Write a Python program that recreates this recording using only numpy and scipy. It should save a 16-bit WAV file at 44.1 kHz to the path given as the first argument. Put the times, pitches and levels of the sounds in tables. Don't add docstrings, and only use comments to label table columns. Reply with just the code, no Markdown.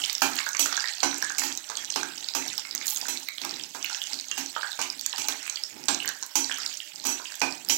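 import sys
import numpy as np
from scipy import signal
from scipy.fft import rfft, irfft, next_fast_len
from scipy.io import wavfile
from scipy.ndimage import uniform_filter1d

SR = 44100
rng = np.random.default_rng(int(sys.argv[2]) if len(sys.argv) > 2 else 0)


def dump_mix(stems):
    frames = np.atleast_2d(stems).T
    limited = np.clip(frames, -1, 1)
    pcm = np.round(limited * 32767).astype(np.int16)
    wavfile.write(sys.argv[1], SR, pcm)


def undo_db(level):
    steps = np.asarray(level, float) / 20
    return 10 ** steps


N = 342657


def unit(x):
    return x / np.sqrt(np.mean(x ** 2) + 1e-20)


def along(points, hz):
    f, v = np.transpose(points)
    return np.interp(np.log(hz + 1), np.log(f + 1), v)


def filtered(x, response):
    m = next_fast_len(len(x) + 8192)
    return irfft(rfft(x, m) * response(np.fft.rfftfreq(m, 1 / SR)), m)[:len(x)]


def hiss(spectrum, size=N, patchy_db=None):
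    x = rng.standard_normal(size + 512)
    if patchy_db:
        z = signal.stft(x, nperseg=256)[2]
        field = uniform_filter1d(rng.standard_normal(z.shape), size=5, axis=0)
        field = uniform_filter1d(field, size=9, axis=1)
        x = signal.istft(z * undo_db(patchy_db * unit(field)), nperseg=256)[1]
    return unit(filtered(x[:size], lambda hz: undo_db(along(spectrum, hz))))


def flutter(depth_db, smooth):
    return undo_db(depth_db * unit(uniform_filter1d(rng.standard_normal(N), size=smooth)))


def bubbles(s, db, hz, cycles, rise, glide=0):
    t = np.arange(SR // 60) / SR
    turns = hz[:, None] * t
    shape = (1 - np.exp(-(turns / rise) ** 2)) * undo_db(-20 * turns / cycles[:, None])
    shape = shape / shape.max(1, keepdims=True)
    wave = undo_db(db)[:, None] * shape * np.sin(2 * np.pi * turns * (1 + glide * turns))
    at = np.round(s * SR).astype(int)[:, None] + np.arange(len(t))
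    return np.bincount(at.ravel(), wave.ravel(), N + SR)[:N]


# (delay [s], level [dB])
CUP = [
    (.0007, -4),
    (.0015, -6),
    (.0025, -11),
    (.0044, -17),
]


def cup(x):
    at = np.arange(N)
    place = 1 + .3 * rng.uniform(-1, 1, N // 100)[(at * 60 / SR).astype(int)]
    out = x.copy()
    for k, (s, db) in enumerate(CUP):
        delay = (s * SR * place).astype(int)
        out += (-1) ** k * undo_db(db) * x[np.maximum(at - delay, 0)]
    return out


# (frequency [Hz], level [dB])
DEAD_INPUT = [(20, 7), (300, 4), (1500, 1), (5000, -2), (8500, -11), (13000, -1), (15200, -4), (15600, -40)]


def dead_input():
    return undo_db(-83.5) * hiss(DEAD_INPUT)


# (frequency [Hz], level [dB])
AIR = [(15, -55), (25, -3), (210, -9), (339, 15.5), (430, -72), (600, 20.5), (780, -33), (1320, -120)]


def air():
    return undo_db(-69.5) * hiss(AIR)


# (frequency [Hz], t60 [s])
KITCHEN = [(200, 0.33), (850, 0.29), (1500, 0.4), (5000, 0.28), (12000, 0.19)]


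def near_wall(hz):
    delay = np.exp(-2j * np.pi * hz * .0155)
    return undo_db(-8) * delay / (1 + (1.3 * np.log((hz + 1) / 1600)) ** 2)


def kitchen(x):
    out, step = np.zeros(N + 2 * SR), SR // 4
    for start in range(0, N, step):
        hz, t, z = signal.stft(rng.standard_normal(SR // 2), SR, nperseg=256)
        decay = undo_db(-60 * t / along(KITCHEN, hz)[:, None])
        tail = signal.istft(z * decay, SR, nperseg=256)[1]
        answer = signal.fftconvolve(x[start:start + step], tail / np.linalg.norm(tail))
        out[start + round(.007 * SR):][:len(answer)] += answer
    return out[:N] + filtered(x, near_wall)


# (time [s], length [s], drag on the pan [dB], fizz stirred up [dB])
STROKES = [(0.0, 0.018, -53.5, -32.5), (0.36, 0.02, -59, -33), (0.698, 0.16, -82, -34),
           (1.135, 0.14, -54, -38), (1.48, 0.021, -52.5, -38), (1.79, 0.11, -57, -40),
           (2.05, 0.14, -55.5, -41.5), (2.47, 0.02, -50.5, -35.5), (2.755, 0.06, -52.5, -52),
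           (2.862, 0.062, -74, -37.5), (3.042, 0.093, -55, -38.5), (3.52, 0.085, -51, -42),
           (3.917, 0.016, -85, -35), (4.116, 0.026, -60, -43), (4.346, 0.045, -59.5, -40.5),
           (4.623, 0.042, -80, -38.5), (4.917, 0.1, -59.5, -45.5), (5.178, 0.18, -79, -36.5),
           (5.498, 0.035, -90, -42), (5.755, 0.1, -51, -53), (6.053, 0.017, -51, -40),
           (6.476, 0.21, -59, -37), (6.976, 0.051, -57.5, -65), (7.073, 0.23, -70, -42),
           (7.47, 0.028, -74, -41.5), (7.71, 0.026, -45.5, -47)]
# (time [s], length [s], spray [dB])
SWEEPS = [
    (0.0, 0.48, -52),
    (0.61, 0.039, -42),
    (1.385, 0.12, -66),
    (2.882, 0.033, -33.5),
    (3.19, 0.039, -54),
    (7.7, .07, -43),
]


def stir_curves():
    t = np.arange(0, N, 64) / SR

    def swells(s, length, db, rise_db_s, fall_db_s, rest_db):
        since = t - s[:, None]
        before, after = np.minimum(since, 0), np.maximum(since - length[:, None], 0)
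        each_db = db[:, None] + rise_db_s * before - fall_db_s * after
        return 10 * np.log10((undo_db(each_db) ** 2).sum(0) + undo_db(rest_db) ** 2)

    s, length, drag_db, fizz_db = np.transpose(STROKES)
    press = swells(s, length, drag_db, rise_db_s=160, fall_db_s=99, rest_db=-76)
    froth = swells(s, length, fizz_db, rise_db_s=81, fall_db_s=50, rest_db=-58.5)
    stirred_db = 10 * np.log10(undo_db(froth - 25.5) ** 2 + undo_db(-58.5) ** 2)
    thrown = swells(*np.transpose(SWEEPS), rise_db_s=600, fall_db_s=165, rest_db=stirred_db)
    return [np.interp(np.arange(N) / SR, t, c) for c in (press, froth, thrown)]


# (frequency [Hz], level [dB])
FIZZ = [(290, -138), (500, -11.5), (836, 8), (1090, -4), (1530, 6), (1960, 7), (6060, 6.5), (7690, 9),
        (10000, -11.5), (13000, -58), (22000, -120)]


def fizz(fizz_db):
    luck = rng.random((int(170 * N / SR), 4))
    hz = 2600 * (8500 / 2600) ** np.sqrt(luck[:, 1])
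    db = np.minimum(-6 * np.log(1 - luck[:, 2]), 13) + along(FIZZ, hz)
    grains = bubbles(luck[:, 0] * N / SR, db, hz, 1.1 + 2.5 * luck[:, 3] ** 2, rise=1.5)
    grains = filtered(grains, lambda f: 1 / np.sqrt(1 + (f / 8300) ** 16))
    return undo_db(fizz_db) * (undo_db(-6.5) * unit(cup(grains)) + undo_db(-4) * hiss(FIZZ, patchy_db=5.5))


# (frequency [Hz], level [dB])
SPRAY = [(5290, -59), (9000, -42), (10500, -3.5), (12000, 0.5), (15300, -4), (16300, 3), (16600, -77)]


def spray(fizz_db, spray_db):
    mist = unit(flutter(4.1, smooth=40) * hiss(SPRAY, patchy_db=0.5))
    luck = rng.random((int(110 * N / SR), 4))
    db, hz = np.minimum(-5 * np.log(1 - luck[:, 1]), 8), 5000 + 3500 * luck[:, 2]
    ticks = bubbles(luck[:, 0] * N / SR, db, hz, 1.6 + 2.3 * luck[:, 3], rise=0.99)
    ticks = filtered(ticks, lambda f: undo_db(np.maximum(along(FIZZ, f), -12)))
    return undo_db(spray_db + 0.9) * mist + undo_db(fizz_db / 2 - 30.5) * unit(cup(ticks))


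# (frequency [Hz], level [dB], t60 [s])
BOWL = [(168, -18, 0.98), (272.2, 4, 0.41), (347.6, 0.5, 0.4)]
WALL = [(740, -5, 0.6), (847, 10.5, 0.098), (950, 1, 0.24), (1215, 2.5, 0.083), (1565, 5, 0.14),
        (1634, -18, 0.083), (2406, -4, 0.37)]
# (frequency [Hz], level [dB])
DRAG = [(60, 0), (120, 6.5), (300, 13.5), (900, -8), (2500, 5), (6000, -34)]


def drag(press_db):
    slips = rng.standard_normal(N) * flutter(2.1, smooth=300)

    def body(f):
        out = undo_db(along(DRAG, f)) + 0j
        for hz, db, t60 in BOWL + WALL[:3]:
            damping = 1j * f * (6 / t60)
            out += undo_db(db) * damping / (hz * hz - f * f + damping)
        return out

    return undo_db(press_db + 1.0) * unit(filtered(slips, body))


def ring(modes, t, scatter_db, wander):
    hz, db, t60 = np.transpose(modes)[:, :, None]
    level = scatter_db * rng.standard_normal((len(modes), 1))
    drift = wander * np.cumsum(rng.standard_normal((len(modes), len(t))), axis=1) / np.sqrt(SR)
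    return (undo_db(db + level - 60 * t / t60) * np.sin(2 * np.pi * hz * t + drift)).sum(0)


# (time [s], peak [dB], bowl thud [dB], wall knock
# [dB], blade ring [dB])
KNOCKS = [(0.2189, -17, -20, -13.5, -13), (0.5927, -19.5, -23.5, -25, -4), (1.0305, -18, -22.5, -17, -42),
          (1.3842, -21, -31, -27.5, -11.5), (1.4343, -24, -24.5, -25, -11.5), (1.698, -34, -44, -17.5, -43),
          (1.9593, -21.5, -19.5, -17, -43), (2.35, -24, -18.5, -17, -9.5), (3.0832, -23.5, -25, -25, -8),
          (3.415, -32, -17, -22, -29), (3.4461, -30.5, -17.5, -16, -31), (3.7477, -34.5, -17, -11.5, -19),
          (4.1294, -39.5, -15, -19, -7), (4.377, -25, -23, -23, -17), (4.79, -27, -25.5, -13, -31),
          (4.814, -21.5, -33, -46, -37), (5.1801, -28, -23, -20, -9.5), (5.2843, -24.5, -27, -19.5, -18),
          (5.8833, -16, -23.5, -18.5, -46), (6.3547, -19, -20.5, -22.5, -10),
          (7.051, -23.5, -19.5, -23.5, -7), (7.0872, -31.5, -27, -14, 0), (7.416, -21.5, -19, -11, -40),
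          (7.6962, -17.5, -26, -26.5, -12.5)]
# (frequency [Hz], level [dB], t60 [s])
BLADE = [(2625, -11, .25), (3166, -13, .25), (4105, -8, .25), (4800, -12, .18), (5480, -13, .25),
         (5935, -1, .3), (6395, -6, .3), (6950, -8, .25), (7105, -5, .3), (7800, -5.5, .25),
         (9895, -22, .17), (11230, -13, .2), (11710, -14, .25), (14646, -19, .25)]
# (frequency [Hz], level [dB])
RATTLE = [(1180, -44), (2000, -10.5), (2370, -4), (3740, -8.5), (6120, -2), (10000, -18.5), (13000, -75),
          (22000, -120)]
SCUFF = [(60, -34), (150, -33), (400, 5.5), (1200, 12.5), (2200, -13), (3500, -46)]


def knocks():
    out, t = np.zeros(N + SR), np.arange(SR // 4) / SR

    def onset(rise_s):
        return 1 - np.exp(-t / rise_s)

    for s, db, thud_db, wall_db, ring_db in KNOCKS:
        thud = undo_db(thud_db + 2.5) * onset(0.0098) * ring(BOWL, t, scatter_db=1.5, wander=9.9)
        wall = undo_db(wall_db - 1.5) * onset(0.00035) * ring(WALL, t, scatter_db=1.5, wander=22.8)
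        blade = undo_db(ring_db + 3.5) * onset(0.0082) * ring(BLADE, t, scatter_db=3, wander=13)
        noise = hiss(RATTLE, size=len(t), patchy_db=2.0)
        noise += undo_db(-3 + 0.36 * ring_db) * hiss(SPRAY, size=len(t))
        noise += undo_db(wall_db + 6.0) * hiss(SCUFF, size=len(t))
        noise *= (undo_db(-9.5 - 60 * t / 0.2) + undo_db(-5.5 - 60 * t / 0.029)) * onset(0.0007)
        blow = (thud + wall + blade + noise) * np.cos(2 * np.pi * t)
        out[round(s * SR):][:len(t)] += undo_db(db) * blow
    return out[:N]


# (time [s],
# frequency [Hz], level [dB], t60 [s])
SINGS = [(1.031, 5916, -25, 0.25), (1.031, 10000, -43, 0.12), (1.034, 4045, -29.5, 0.12),
         (5.886, 7620, -27, .12), (2, 2400, -42, .37), (5.24, 840, -42.5, 0.47), (7.418, 2358, -33, 0.18),
         (4.316, 2800, -33, 0.1), (4.634, 1200, -45, .12), (7.418, 2470, -29, 0.19),
         (7.418, 1540, -46, 0.16), (5.29, 430, -47.5, 0.3), (0.219, 1374, -19.5, 0.031),
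         (7.416, 4200, -22, 0.017)]


def sings():
    out, t = np.zeros(N + SR), np.arange(SR // 2) / SR
    for s, hz, db, t60 in SINGS:
        pair = np.sin(2 * np.pi * hz * t) + .4 * np.sin(2 * np.pi * hz * 1.004 * t)
        out[round(s * SR):][:len(t)] += undo_db(db - 60 * t / t60) * (1 - np.exp(-t / 0.00058)) * pair
    return out[:N]


# (time [s], peak [dB], pitch [Hz])
CRACKLES = [(0.0176, -18, 5300), (0.0235, -22, 6850.0), (0.0515, -13, 4820.0), (0.0602, -14, 6590.0),
            (0.1052, -15.5, 5520), (0.1822, -14.5, 5230), (0.2199, -10, 5430), (0.2349, -26, 6070.0),
            (0.4661, -26, 6800.0), (0.5504, -15, 6200.0), (0.7768, -14.1, 6050.0), (0.7988, -12, 5130),
            (0.8424, -16, 4950.0), (0.8855, -13, 5170.0), (0.9837, -20, 5070), (1.1446, -11.5, 6230),
            (1.2497, -17, 6030), (1.3962, -6, 7200), (1.4692, -17, 4960), (1.5259, -14.5, 6170),
            (1.5525, -18, 6220.0), (1.6918, -22, 5900), (1.7008, -17, 6650), (1.8476, -14.5, 5970),
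            (1.8541, -21, 7340), (1.9033, -13, 6100), (1.9607, -11.7, 5500), (2.3382, -16, 4930),
            (2.5216, -29, 5380), (2.5316, -18, 6030.0), (2.7592, -13, 6400.0), (2.779, -15, 5030),
            (2.8863, -16, 6930.0), (2.9078, -11, 6900), (2.9474, -16, 7000.0), (3.4509, -15, 6050.0),
            (3.5105, -15, 5440), (3.5627, -20, 5000), (3.7486, -23, 5990), (3.9476, -13, 5430.0),
            (4.0397, -16, 6070), (4.0723, -16, 6500), (4.2116, -17, 6090.0), (4.816, -16, 7640.0),
            (5.0122, -15.5, 5760), (5.0969, -17.5, 6850.0), (5.1727, -22, 4820.0), (5.2207, -15, 6220),
            (5.8401, -20.5, 5400), (5.8573, -21, 7800.0), (6.0901, -13.5, 5900), (6.2336, -15, 5940),
            (7.0536, -27, 6230), (7.3424, -25, 6060), (7.4053, -17, 6200.0), (7.418, -8.5, 5970),
            (7.7054, -12, 5620.0)]
SNAPS = [(0.3339, -19, 4390.0), (0.3671, -15, 4260.0), (0.4134, -22, 3810.0), (0.6276, -19, 3500),
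         (0.7405, -21, 3830.0), (0.8929, -17, 4180.0), (0.9366, -16.5, 4330), (1.0383, -9, 4730),
         (1.1136, -15, 4010.0), (1.3495, -20, 4740.0), (1.7743, -17, 3350), (1.9411, -16, 4250),
         (2.1775, -25.5, 3000), (2.2344, -23.0, 4010.0), (2.3531, -15, 4950), (2.4878, -19.9, 4070.0),
         (2.5968, -16, 5020), (2.6521, -29, 4840), (2.6906, -26, 4970), (2.8125, -22, 4860),
         (2.8825, -12, 4220), (2.9209, -27, 3190.0), (1.854, -24, 4000), (1.755, -17, 4300),
         (2.013, -18, 4000), (3.1742, -14, 4130), (3.4173, -19, 4160.0), (3.8613, -17, 4300),
         (3.9096, -24, 5320), (3.9302, -16, 4300), (4.1426, -15, 4400), (4.1994, -15, 4400),
         (4.5521, -24, 3340), (4.5655, -20.5, 3100), (4.7312, -19.5, 3900), (4.826, -17, 2900),
         (5.1611, -16, 4800), (5.286, -14.5, 4230), (5.5724, -19, 3190.0), (5.8845, -5, 4000),
         (5.8903, -13, 3670), (6.0833, -15.5, 4270), (6.5246, -19, 3030), (6.9592, -20, 5100),
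         (7.0001, -20.5, 4250), (7.3213, -22.5, 4910)]
# (time [s], peak [dB],
# pitch [Hz])
TAPS = [(0.0993, -18.5, 2160), (0.4717, -16, 1530), (0.6665, -16, 1480), (1.0316, -14, 780),
        (1.2517, -18.5, 1860), (2.7512, -23.5, 2050), (3.0283, -26, 830), (3.4377, -18.5, 2280),
        (4.5655, -16, 1300), (3.9517, -21, 1720), (4.376, -24, 1530), (3.9, -20, 1460), (1.719, -23, 1490),
        (4.6463, -20, 1610), (4.8286, -28, 2500), (5.0625, -25, 1570), (5.4793, -15, 2420),
        (5.4946, -31, 2330), (5.5745, -24, 2220), (6.0827, -16, 1620), (6.0995, -21.5, 1650),
        (6.4977, -14, 1700), (6.5111, -16, 1560), (6.6172, -24.5, 1570), (7.0418, -30, 950),
        (7.3218, -23, 1640)]
# (time [s], peak [dB])
FLICKS = [(0.0802, -30), (0.3561, -23), (1.1826, -27), (1.9939, -37), (2.8579, -25), (2.9008, -20),
          (3.4496, -25), (4.0284, -31), (4.7147, -35), (5.011, -27), (5.2845, -19), (5.471, -32),
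          (6.0307, -33), (6.09, -21), (6.264, -30), (6.5844, -28)]


def crackles():
    def burst(rows, gain_db, cycles, beside, beside_db):
        s, db, hz = np.transpose(rows)
        s, db = s - 1.6 / hz - .0003, db + gain_db
        life = np.full(len(s), cycles)
        main = bubbles(s, db, hz, life, rise=0.99)
        return main + bubbles(s, db + beside_db, hz * beside, 0.38 * life, rise=1.0)

    flicks = [(s + .0005, db, 13000) for s, db in FLICKS]
    out = burst(CRACKLES, -2.5, cycles=4.7, beside=0.57, beside_db=-12)
    out += burst(SNAPS, -5.5, cycles=9.2, beside=1.54, beside_db=-4)
    out += burst(TAPS, -8, cycles=4.6, beside=0.66, beside_db=-7)
    return out + burst(flicks, 5, cycles=5.0, beside=0.51, beside_db=-1)


def small_source(hz):
    return (1j * hz / (380 + 1j * hz)) ** 2


# (time [s], peak [dB], pitch [Hz])
PLOPS = [(0.389, -24, 2010), (0.404, -21.5, 2170), (0.466, -24, 1500), (0.549, -22.5, 2170),
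         (0.659, -23, 1400), (0.726, -21.5, 1510), (0.777, -22, 1600), (0.842, -24, 1790),
         (1.13, -25, 1730), (1.226, -22, 1660), (1.303, -25, 1520), (1.419, -22.5, 1720),
         (1.699, -30.5, 1180), (2.031, -25.5, 1500), (2.652, -29, 2120), (2.814, -30.5, 2120),
         (3.056, -30, 1570), (3.287, -28, 2120), (3.846, -23.5, 2800), (4.315, -24, 3030),
         (4.565, -21.5, 896), (4.632, -21.5, 1640), (5.136, -31.5, 944), (5.465, -29.5, 2500),
         (6.048, -26, 1690), (6.091, -28.5, 1780), (6.226, -36, 940), (6.585, -35, 1270), (7.199, -31, 955),
         (7.417, -19, 2420)]


def plops():
    rows = [(s - .0011, db + 2.5, hz) for s, db, hz in PLOPS]
    rows += [(s, db + wall_db + 11.5, 847) for s, db, _, wall_db, _ in KNOCKS]
    s, db, hz = np.transpose(rows)
    luck = rng.uniform(-1, 1, (len(s), 2))
    big = bubbles(s, db - 1.5, hz, 5.7 * undo_db(1.5 * luck[:, 0]), rise=.7, glide=.0039)
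    deep = hz < 1300
    upper_hz = hz * np.where(deep, 1.55, .58) * undo_db(1.6 * luck[:, 1])
    upper = bubbles(s, db - np.where(deep, 3.5, 11), upper_hz, np.full(len(s), 3.5), rise=0.87)
    return filtered(big + upper, small_source)


# (time [s], peak [dB], pitch [Hz])
POPS = [(0.1508, -14.5, 5730), (0.5311, -19.5, 6200), (0.5685, -15, 6170), (0.6596, -13.5, 7140),
        (0.7673, -14, 6170), (1.245, -17.5, 6940), (1.2968, -19.5, 6200), (1.3202, -23, 6600),
        (1.3826, -11.5, 6800), (1.7702, -16, 6600), (1.903, -18, 6200), (2.0312, -17, 5860),
        (2.349, -17.5, 5800), (2.961, -16.5, 6240), (2.9714, -15.5, 6900), (3.0677, -20.5, 7100),
        (5.9276, -24, 5900), (3.8267, -20, 5860), (4.132, -17, 5060), (4.284, -23, 6100),
        (4.3131, -16, 6260), (4.41, -21.5, 5430), (4.4603, -20.5, 5940), (5.2843, -16, 6050),
        (5.883, -22, 7240), (5.9456, -12.5, 6100), (6.226, -17.5, 6300), (6.771, -22.5, 6350),
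        (7.648, -25.5, 7240),
        (0.018, -26, 3050), (0.038, -15.5, 3150), (0.0968, -14.5, 4400), (0.7268, -16.5, 5250),
         (0.756, -22, 3780), (0.805, -16.5, 5070), (0.8741, -20.5, 4150), (1.0032, -18, 4200),
         (1.922, -20, 4940), (2.18, -22, 5240), (2.2433, -22.5, 4430), (2.2862, -15.5, 4500),
         (2.7103, -19.5, 4730), (3.013, -18.5, 5200), (3.493, -20, 5030), (3.539, -24.5, 3780),
         (3.6361, -21, 5400), (4.1886, -22.5, 4600), (4.7172, -23.5, 4200), (4.9003, -16.5, 5190),
         (5.1285, -19, 3600), (5.2175, -23, 3080), (5.5579, -20, 4500), (5.636, -16, 5170),
         (6.0014, -22.5, 2940), (6.444, -15, 5000), (6.514, -16.5, 3080), (6.802, -24.5, 3040),
         (7.2548, -24.5, 3100), (7.5237, -22, 5000)]
# (time [s], peak [dB], pitch [Hz], spit [dB])
SPITS = [(0.129, -19, 6340, -3), (0.389, -16.5, 4300, -20), (0.489, -18, 6000, -7),
         (0.594, -13.5, 6700, -2), (1.2238, -16, 5500, -10.5), (1.5738, -18.5, 6300, -12),
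         (1.9613, -19, 5510, -15), (2.48, -20.5, 5550, -9), (2.579, -16, 5300, -9),
         (2.7497, -15.5, 6300, -4), (2.868, -17.5, 7050, -1), (2.8792, -14.5, 6350, -25),
         (3.286, -24.5, 4100, -1), (3.381, -20, 3850, -21), (3.5959, -25, 3180, -27),
         (3.8442, -24.5, 2340, 3), (4.0164, -20, 3170, -16), (4.9939, -23, 4340, -9),
         (5.0616, -11.5, 6720, -9), (5.497, -14.5, 6600, -20), (6.0572, -25, 2950, 3.5),
         (6.0763, -15, 6560, -22), (6.3555, -13, 5970, -9), (6.662, -14, 4780, -20),
         (6.739, -26.5, 5530, -6), (7.041, -23, 6200, -18), (7.069, -12.5, 7200, -11),
         (7.354, -25, 6900, -6), (7.3965, -25, 6400, -10), (7.687, -19, 4930, 0)]


def pops():
    dry = [(*row, -26) for row in POPS]
    wet = [(*row[:3], row[3] + 4.5) for row in SPITS]
    s, db, hz, spit_db = np.transpose(dry + wet)
    s, db, same = s + 0.00055, db + 2, np.ones(len(s))
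    luck = rng.uniform(-1, 1, (len(s), 4))
    small = bubbles(s, db - 1.5, hz, np.where(hz < 3300, 6.5, 3.8) * undo_db(2 * luck[:, 0]), rise=1.7)
    second_hz = hz * np.where(hz > 5200, .7, 1.4) * undo_db(luck[:, 1])
    second = bubbles(s, db - 12, second_hz, 4 * undo_db(5 * luck[:, 2]), rise=1.4)
    crack = bubbles(s, 1.5 * db, 4800 * same, .8 * same, rise=.3)
    push = bubbles(s, db - 30, 1400 * same, .9 * same, rise=0.69)
    spit = bubbles(s, db + spit_db - 4, 13500 * undo_db(0.83 * luck[:, 3]), 7 * same, rise=2)
    return small + second + spit + filtered(crack + push, small_source)


def scene():
    top_hz = 15950
    press_db, fizz_db, spray_db = stir_curves()
    bursts = cup(pops() + plops()) + crackles()
    blows = knocks() + sings()
    steady = air() + fizz(fizz_db) + spray(fizz_db, spray_db) + drag(press_db) + blows
    soft_bursts = filtered(bursts, lambda hz: 1 / (1 + (hz / 5000) ** 2))
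    steady += kitchen(undo_db(-2.0) * soft_bursts + undo_db(-3.5) * blows)
    steady = filtered(steady, lambda hz: np.clip((top_hz - hz) / 200, 0, 1))
    bursts = filtered(bursts, lambda hz: np.clip((top_hz + 200 - hz) / 400, .35, 1))
    heard = filtered(undo_db(5) * (steady + bursts), lambda hz: hz ** 2 / (hz ** 2 + 75 ** 2))
    return np.array([dead_input(), heard])


def roll_off(x):
    return signal.sosfilt(signal.butter(12, 16970, fs=SR, output="sos"), x)


def record(dry):
    mix = dry / (1 + np.abs(dry / .86) ** 4) ** .25
    return roll_off(mix)


dry = scene()
out = record(dry)
dump_mix(out)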